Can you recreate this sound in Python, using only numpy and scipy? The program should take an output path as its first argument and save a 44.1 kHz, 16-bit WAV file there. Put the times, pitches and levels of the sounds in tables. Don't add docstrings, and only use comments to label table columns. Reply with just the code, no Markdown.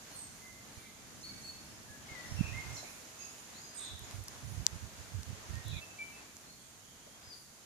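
import sys
import numpy as np
from scipy import signal
from scipy.fft import rfft, irfft, next_fast_len
from scipy.io import wavfile
from scipy.ndimage import uniform_filter1d, map_coordinates

SR = 44100
rng = np.random.default_rng(int(sys.argv[2]) if len(sys.argv) > 2 else 0)


def file_out(sig):
    cols = np.atleast_2d(sig).T
    lim = np.clip(cols, -1, 1)
    pcm = np.round(lim * 32767).astype(np.int16)
    wavfile.write(sys.argv[1], SR, pcm)


N = 337365
T = np.arange(N) / SR


def amp(db):
    return 10 ** (np.asarray(db) / 20)


def unit(x):
    return x / np.sqrt(np.mean(x ** 2) + 1e-20)


def along(points, hz):
    point_hz, values = np.transpose(points)
    return np.interp(np.log(hz + 1), np.log(point_hz + 1), values)


def curve(rows):
    time_s, values = np.transpose(rows)
    return np.interp(T, time_s, values)


def wobble(knots_per_s, size=N):
    knots = rng.standard_normal(int(size * knots_per_s / SR) + 4)
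    return map_coordinates(knots, [np.arange(size) * knots_per_s / SR])


def filtered(x, response):
    m = next_fast_len(N + SR // 4)
    spectrum = rfft(x, m) * response(np.fft.rfftfreq(m, 1 / SR))
    return irfft(spectrum, m)[..., :N]


def noise(spectrum):
    return unit(filtered(rng.standard_normal(N), lambda hz: amp(along(spectrum, hz))))


def rush(spectrum):
    # freq_hz, correlation
    likeness = [(60, 0.66), (150, 0.59), (380, 0.53), (940, 0.17), (2370, 0.034), (5930, 0.027),
                (14800, 0.03)]

    def mid_side(hz):
        angle_rad = np.arccos(np.clip(along(likeness, hz), -1, 1)) / 2
        return amp(along(spectrum, hz)) * [np.cos(angle_rad), np.sin(angle_rad)]

    mid, side = filtered(rng.standard_normal((2, N)), mid_side)
    return unit(np.array([mid + side, mid - side]))


def panned(pan_db):
    return unit(amp([[pan_db / 2], [-pan_db / 2]]))


def add(track, start_s, sound):
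    i = max(0, round(start_s * SR))
    track[:, i:i + sound.shape[1]] += sound[:, :N - i]


def birds():
    break_s, fade_s = 5.805, 0.0033
    first, second = np.zeros((2, 2, N))
    for start_s, sound in songs():
        add(first if start_s < break_s else second, start_s, sound)
    return first * np.clip((break_s - T) / fade_s, 0, 1) + second


def songs():
    # start_s, length_s, opening_hz, held_hz, trill_hz, level_db, pan_db, echo_db
    fluted = [(0.412, 0.12, 2060, 2058, 5, -54.5, -3, -1.5), (0.778, 0.1, 2360, 2323, 0, -61, -4, -3),
              (0.825, .06, 2217, 2070, 50, -58, -2, 3), (1.229, 0.15, 2350, 2266, 0, -62, -6, 4),
              (1.3, .18, 2704, 2630, 0, -65, 5, 6), (1.874, .096, 1635, 1700, 5, -56, 9, -3),
              (2.08, .082, 2280, 2115, -1, -51, 9, -12), (2.14, .075, 2100, 1953, 0, -47.5, 12, -1),
              (2.221, .079, 2004, 1900, 118, -52.5, 5, -1), (2.358, 0.064, 2800, 2680, -5, -49, 7, -4),
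              (2.387, 0.131, 2600, 2570, 142, -48, -0.5, 2), (2.524, 0.083, 1770, 2124, 33, -42.5, -4, 1),
              (2.828, 0.078, 1698, 2494, 190, -54.5, -7, 2), (3.17, 0.092, 2560, 2590, 50, -57, -5, 4),
              (5.52, 0.11, 1753, 1865, 0, -54.5, -19, -1.5), (5.81, 0.054, 2670, 2630, 0, -50, -1.5, -1.5),
              (5.985, 0.047, 2320, 2329, 14, -39.5, 1, -3.5), (6.118, 0.085, 2660, 2610, 20, -57.5, -1, -6)]
    for start_s, length_s, opening_hz, hz, trill_hz, db, pan_db, echo_db in fluted:
        yield sing(start_s, length_s, (opening_hz, hz, hz), db, pan_db, echo_db, trill_hz, settle_s=0.01395)

    # start_s, length_s, held_hz, level_db, pan_db
    thin = [(0.111, 0.076, 4300, -56, 1.5), (1.176, .066, 5270, -61, 4), (2.25, 0.17, 5530, -56.5, 0),
            (3.185, 0.076, 6570, -46.5, -19), (3.201, 0.059, 5060, -54, 10), (3.595, .15, 4980, -56.5, 12),
            (6.464, 0.064, 4340, -58, 2), (6.99, 0.21, 3233, -67, -0.5), (7.219, 0.14, 5000, -57.5, 6)]
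    for start_s, length_s, hz, db, pan_db in thin:
        yield sing(start_s, length_s, (hz * (1 - 0.025), hz, hz), db, pan_db, echo_db=2)

    # start_s, length_s, from_hz, to_hz, level_db, pan_db
    slurs = [(1.36, 0.11, 8170, 7560, -61.5, -10), (2.722, 0.038, 6700, 4820, -51, -1),
             (2.732, .05, 8260, 3810, -46.5, -7), (2.752, 0.036, 7900, 6060, -48, -12),
             (2.765, .035, 4330, 3850, -49, 10), (3.265, .15, 6770, 7130, -57, -15),
             (3.532, 0.063, 3540, 4930, -54.5, 12), (3.538, .16, 6960, 6300, -54.5, -13.5),
             (5.716, 0.078, 2605, 2200, -48.5, -14), (7.294, .048, 4980, 4460, -48.5, 5.5)]
    for start_s, length_s, from_hz, to_hz, db, pan_db in slurs:
        yield glide(start_s, length_s, from_hz, to_hz, db, pan_db, echo_db=0.5)

    # start_s, length_s, held_hz, level_db, pan_db
    seeps = [(0.145, 0.097, 8390, -46, -5.5), (3.742, 0.09, 8310, -43, -15), (6.58, 0.12, 8200, -64, -10)]
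    for start_s, length_s, hz, db, pan_db in seeps:
        yield sing(start_s, length_s, (hz + 520, hz, hz), db, pan_db, echo_db=1, trill_hz=40, settle_s=0.0123)

    # start_s, level_db
    tuwees = [(1.228, -46), (1.428, -46)]
    flick_lead_s, flick_s, flick_db = 0.018, 0.024, -9
    for start_s, db in tuwees:
        yield glide(start_s - flick_lead_s, flick_s, 5700, 6900, db + flick_db, pan_db=-9, echo_db=-7)
        yield sing(start_s, 0.085, (3585, 4410, 4410), db, pan_db=-1.0, echo_db=-0.5, settle_s=0.006)

    # start_s, level_db
    buzzes = [(3.751, -48), (5.624, -49)]
    for start_s, db in buzzes:
        yield sing(start_s, 0.19, (3720, 3720, 3720), db, pan_db=1.0, echo_db=3.5, trill_hz=284)

    # start_s, level_db
    chips = [(3.769, -48), (3.845, -50), (4.03, -51)]
    for start_s, db in chips:
        yield glide(start_s, 0.023, 7250, 6370, db, pan_db=-19.0, echo_db=-1.5)


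def glide(start_s, length_s, from_hz, to_hz, db, pan_db, echo_db):
    pitches_hz = (from_hz, (from_hz + to_hz) / 2, to_hz)
    trill_hz = 0.045 * abs(to_hz - from_hz)
    return sing(start_s, length_s, pitches_hz, db, pan_db, echo_db, trill_hz, settle_s=0.35 * length_s)


def sing(start_s, length_s, pitches_hz, db, pan_db, echo_db, trill_hz=0, settle_s=0.0155):
    edge = 0.21 + trill_hz / 700
    note = syrinx(length_s, *pitches_hz, trill_hz, trill_rate_hz=85, waver=0.0053, edge=edge, settle_s=settle_s)
    energy = np.linalg.norm(note)
    echo = signal.fftconvolve(note[None], trunks(pitches_hz[1], near_db=0.0, near_t60_s=0.19), axes=1)
    heard = amp(echo_db) * energy * echo / np.linalg.norm(echo, axis=1, keepdims=True)
    lag_samples = round(0.6 * pan_db) + rng.integers(-4, 5)
    heard[:, :len(note)] += np.array([note, np.roll(note, lag_samples)])
    heard *= energy / np.linalg.norm(heard, axis=1, keepdims=True)
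    return start_s, amp(db + 1.0) * heard * panned(pan_db)


def syrinx(length_s, opening_hz, held_hz, closing_hz, trill_hz, trill_rate_hz, waver, edge, settle_s):
    t = np.arange(int(length_s * SR)) / SR
    size = len(t)
    u = t / length_s
    pitch_hz = held_hz + (opening_hz - held_hz) * np.exp(-t / settle_s) + (closing_hz - held_hz) * u ** 3
    rate_hz = trill_rate_hz * (1 + 0.296 * wobble(90, size))
    trill = np.sin(2 * np.pi * np.cumsum(rate_hz) / SR)
    pitch_hz = pitch_hz * (1 + waver * wobble(116.5, size))
    pitch_hz = pitch_hz + trill_hz * (1 + 0.26 * wobble(150, size)) * trill
    swell = np.sin(np.pi / 2 * np.clip(np.minimum(u, 3.4 * (1 - u)) / edge, 0, 1))
    envelope = unit(swell * amp(1.4 * wobble(73, size)))
    return envelope * np.sin(2 * np.pi * np.cumsum(pitch_hz) / SR)


def trunks(hz, near_db, near_t60_s):
    # freq_hz, t60_s
    wood = [(1500, 0.52), (2500, 0.99), (4500, 0.79), (8500, 0.43)]
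    t = np.arange(int(SR * 0.7)) / SR
    fade = amp(-60 * t / along(wood, hz)) + amp(near_db - 60 * t / near_t60_s)
    onset = 1 - np.exp(-t / 0.0085)
    tail = rng.standard_normal((2, len(t))) * fade * onset
    return tail / np.linalg.norm(tail[0])


def chorus(count, db):
    out = np.zeros((2, N))
    for when, height, slide, span in rng.random((count, 4)):
        hz = 1600 * 3.6 ** height
        bend_hz = 0.298 * (slide - 0.5) * hz
        note = syrinx(0.05 + 0.1 * span, hz + bend_hz, hz, hz - bend_hz, trill_hz=165, trill_rate_hz=53,
                      waver=0.015, edge=0.5, settle_s=0.025)
        echo = signal.fftconvolve(note[None], trunks(hz, near_db=-14, near_t60_s=0.18), axes=1)
        add(out, when * T[-1], amp(db) * echo)
    return out


def wind():
    # start_s, hold_s, strength_db (relative)
    spells = [(2.25, .54, -59), (3.88, 1.9, -60.5)]
    puffs = [(2.315, 0.14, -42.5), (2.48, 0.11, -44.5), (2.66, .08, -47), (3.925, 0.024, -48.5),
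             (4.01, 0.027, -51), (4.145, 0.072, -45.5), (4.44, 0.11, -45.5), (4.575, 0.04, -40.5),
             (4.725, .04, -46.5), (4.828, 0.024, -44), (4.995, 0.026, -50.5), (5.14, 0.058, -40),
             (5.28, 0.052, -44), (5.505, 0.081, -42.5), (5.665, .11, -42)]
    # freq_hz, level_db (relative)
    buffet = [(15, -19), (35, -21), (60, 1.5), (100, 4), (160, -7), (230, -16), (350, -31.5), (700, -59),
              (2000, -82)]
    # centre_s, right_peak_db, pitch_hz
    thumps = [(.78, -40.5, 90), (1.905, -42.5, 90), (2.12, -39, 108), (2.324, -26.5, 93), (2.394, -25, 101),
              (2.411, -13, 163), (7.28, -46, 98.7)]
    strength = np.max([blow(*row) for row in list(spells) + list(puffs)], axis=0)
    eddies = np.array([noise(buffet), noise(buffet)])
    power = uniform_filter1d(eddies ** 2, int(0.046 * SR), axis=1)
    eddies /= np.sqrt(np.abs(power) + 1e-6)
    ports = strength * eddies * amp([[-14], [5]])
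    t = np.arange(-SR // 20, SR // 20) / SR
    for centre_s, db, hz in thumps:
        push = np.cos(2 * np.pi * hz * t) / np.cosh(np.pi * hz * t)
        add(ports, centre_s + t[0], amp(db) * push * amp([[-32], [0]]))
    return ports


def blow(start_s, hold_s, db):
    attack_s, release_s = 0.013, 0.018
    before_s = np.maximum(start_s - T, 0)
    after_s = np.maximum(T - start_s - hold_s, 0)
    return amp(db) * np.exp(-before_s / attack_s - after_s / release_s)


def ticks():
    # centre_s, level_db (relative), pan_db, ring_hz, ring_width_hz
    tick_rows = [(3.9936, -33, 8, 11000, 7000), (4.1113, -31, -3, 5500, 6000),
                 (4.2398, -34, 8, 11000, 7000), (4.2832, -31, 10, 10500, 4970),
                 (4.284, -30.5, -3, 5400, 1600), (4.6668, -6, 6, 5700, 2630), (5.2327, -31, -1, 6000, 5000),
                 (5.556, -35.5, -7, 6000, 5000), (5.6832, -30.5, 9, 10000, 9000),
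                 (6.3684, -33.5, -4, 6740, 2950)]
    out = np.zeros((2, N))
    t = np.arange(-SR // 500, SR // 50) / SR
    for centre_s, db, pan_db, hz, width_hz in tick_rows:
        snap = np.exp(-(2.18 * width_hz * t) ** 2) + (t > 0) * amp(-7 - 60 * np.abs(t) / 0.00038)
        shell = snap * np.sin(2 * np.pi * hz * t + np.array([[0], [np.pi / 2]]))
        edge = amp(-19.5) * np.exp(-(5000 * t) ** 2) * np.cos(2 * np.pi * 12000 * t)
        body = (t > 0) * amp(-37 - 60 * np.abs(t) / 0.0085) * np.sin(2 * np.pi * 2200 * t)
        add(out, centre_s + t[0], amp(db + 1.5) * panned(pan_db) * (shell + edge + body))
    return out


def knocks():
    # start_s, peak_db, pitch_hz
    knock_rows = [(2.3, -51, 613), (2.825, -41.5, 672), (7.06, -52, 560)]
    out = np.zeros((2, N))
    t = np.arange(SR // 10) / SR
    for start_s, db, hz in knock_rows:
        ring = amp(-60 * t / 0.039) * np.sin(2 * np.pi * hz * t)
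        blurred = signal.fftconvolve(ring[None], trunks(hz, near_db=30, near_t60_s=0.077), axes=1)
        add(out, start_s, amp(db) * blurred / np.abs(blurred).max())
    return out


def woodland():
    # time_s, level_db (relative)
    air = [(0.0, -62.5), (0.62, -65), (0.96, -63), (1.96, -63), (2.24, -59), (2.73, -57), (2.94, -61.5),
           (4.88, -60.5), (5.32, -61), (5.65, -59), (5.8, -61.5), (6.75, -68), (7.22, -66), (7.65, -67)]
    drone = [(0, -61), (1, -60.5), (1.35, -56), (1.8, -59.5), (2.6, -57.5), (3.1, -64), (5.9, -62.5),
             (7.65, -66.5)]
    # freq_hz, level_db (relative)
    murmur_spectrum = [(100, -32), (250, -0.5), (400, -2.5), (700, -1), (1200, -2.5), (1900, -3.5),
                       (3000, -7), (4400, -9), (6000, -7.5), (9000, -20), (14000, -44)]
    rumble_spectrum = [(15, -26), (30, -9.5), (55, -3), (110, 0.5), (170, -1), (240, -2.5), (310, -6.5),
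                       (500, -22), (1200, -49)]
    murmur_db = curve(air) + 6.5 + 1.16 * wobble(9)
    rumble_db = curve(drone) + 0.63 * wobble(7.3)
    murmur = amp(murmur_db) * rush(murmur_spectrum) * panned(0.77)
    return murmur + amp(rumble_db) * rush(rumble_spectrum)


def electronics():
    # time_s, level_db (relative)
    hiss_levels = [(0.0, -64.5), (0.94, -67.5), (1.45, -64.5), (1.79, -67), (2.79, -63), (3.86, -66.5),
                   (4.37, -65), (5.45, -65.5), (5.99, -66), (6.82, -68), (7.65, -68.5)]
    # freq_hz, level_db (relative)
    hiss_left = [(1000, -17), (3000, -3.5), (4500, 8.5), (6500, -2), (8500, -1.5), (11000, -0.5),
                 (14500, -1.5)]
    hiss_right = [(1000, -27), (3500, 3.5), (5200, 3), (6200, 13.5), (6700, 16), (7300, 12), (8200, 5.5),
                  (10500, 4.5), (14500, -2.5)]
    # freq_hz, level_db (relative)
    whine_levels = [(8000, -15), (8900, -1.5), (10600, 2.5), (11400, -11), (12200, -6.5), (14400, -4)]
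    # multiple of pulse_hz, level_db (against the common level)
    hum_lines = [(1, -4), (2, -9.5), (3, -9.5)]
    pulse_hz = 216.67

    def line(multiple):
        return np.sin(2 * np.pi * (multiple * pulse_hz * T + rng.random()))

    hiss = np.array([amp(6) * noise(hiss_left), amp(11.0) * noise(hiss_right)])
    lines = sum(amp(along(whine_levels, k * pulse_hz)) * line(k) for k in range(40, 66))
    whine = unit(lines * amp(3.6 * wobble(12))) * amp([[-10], [-1]])
    hum = sum(amp(db) * line(k) for k, db in hum_lines) * amp(1.1 * wobble(4))
    return amp(curve(hiss_levels)) * (hiss + whine + hum)


def scene():
    return birds() + chorus(count=34, db=-64.5) + wind() + ticks() + knocks() + woodland() + electronics()


def record(dry):
    top_hz = 14550
    return filtered(dry, lambda hz: hz < top_hz)


dry = scene()
out = record(dry)
file_out(out)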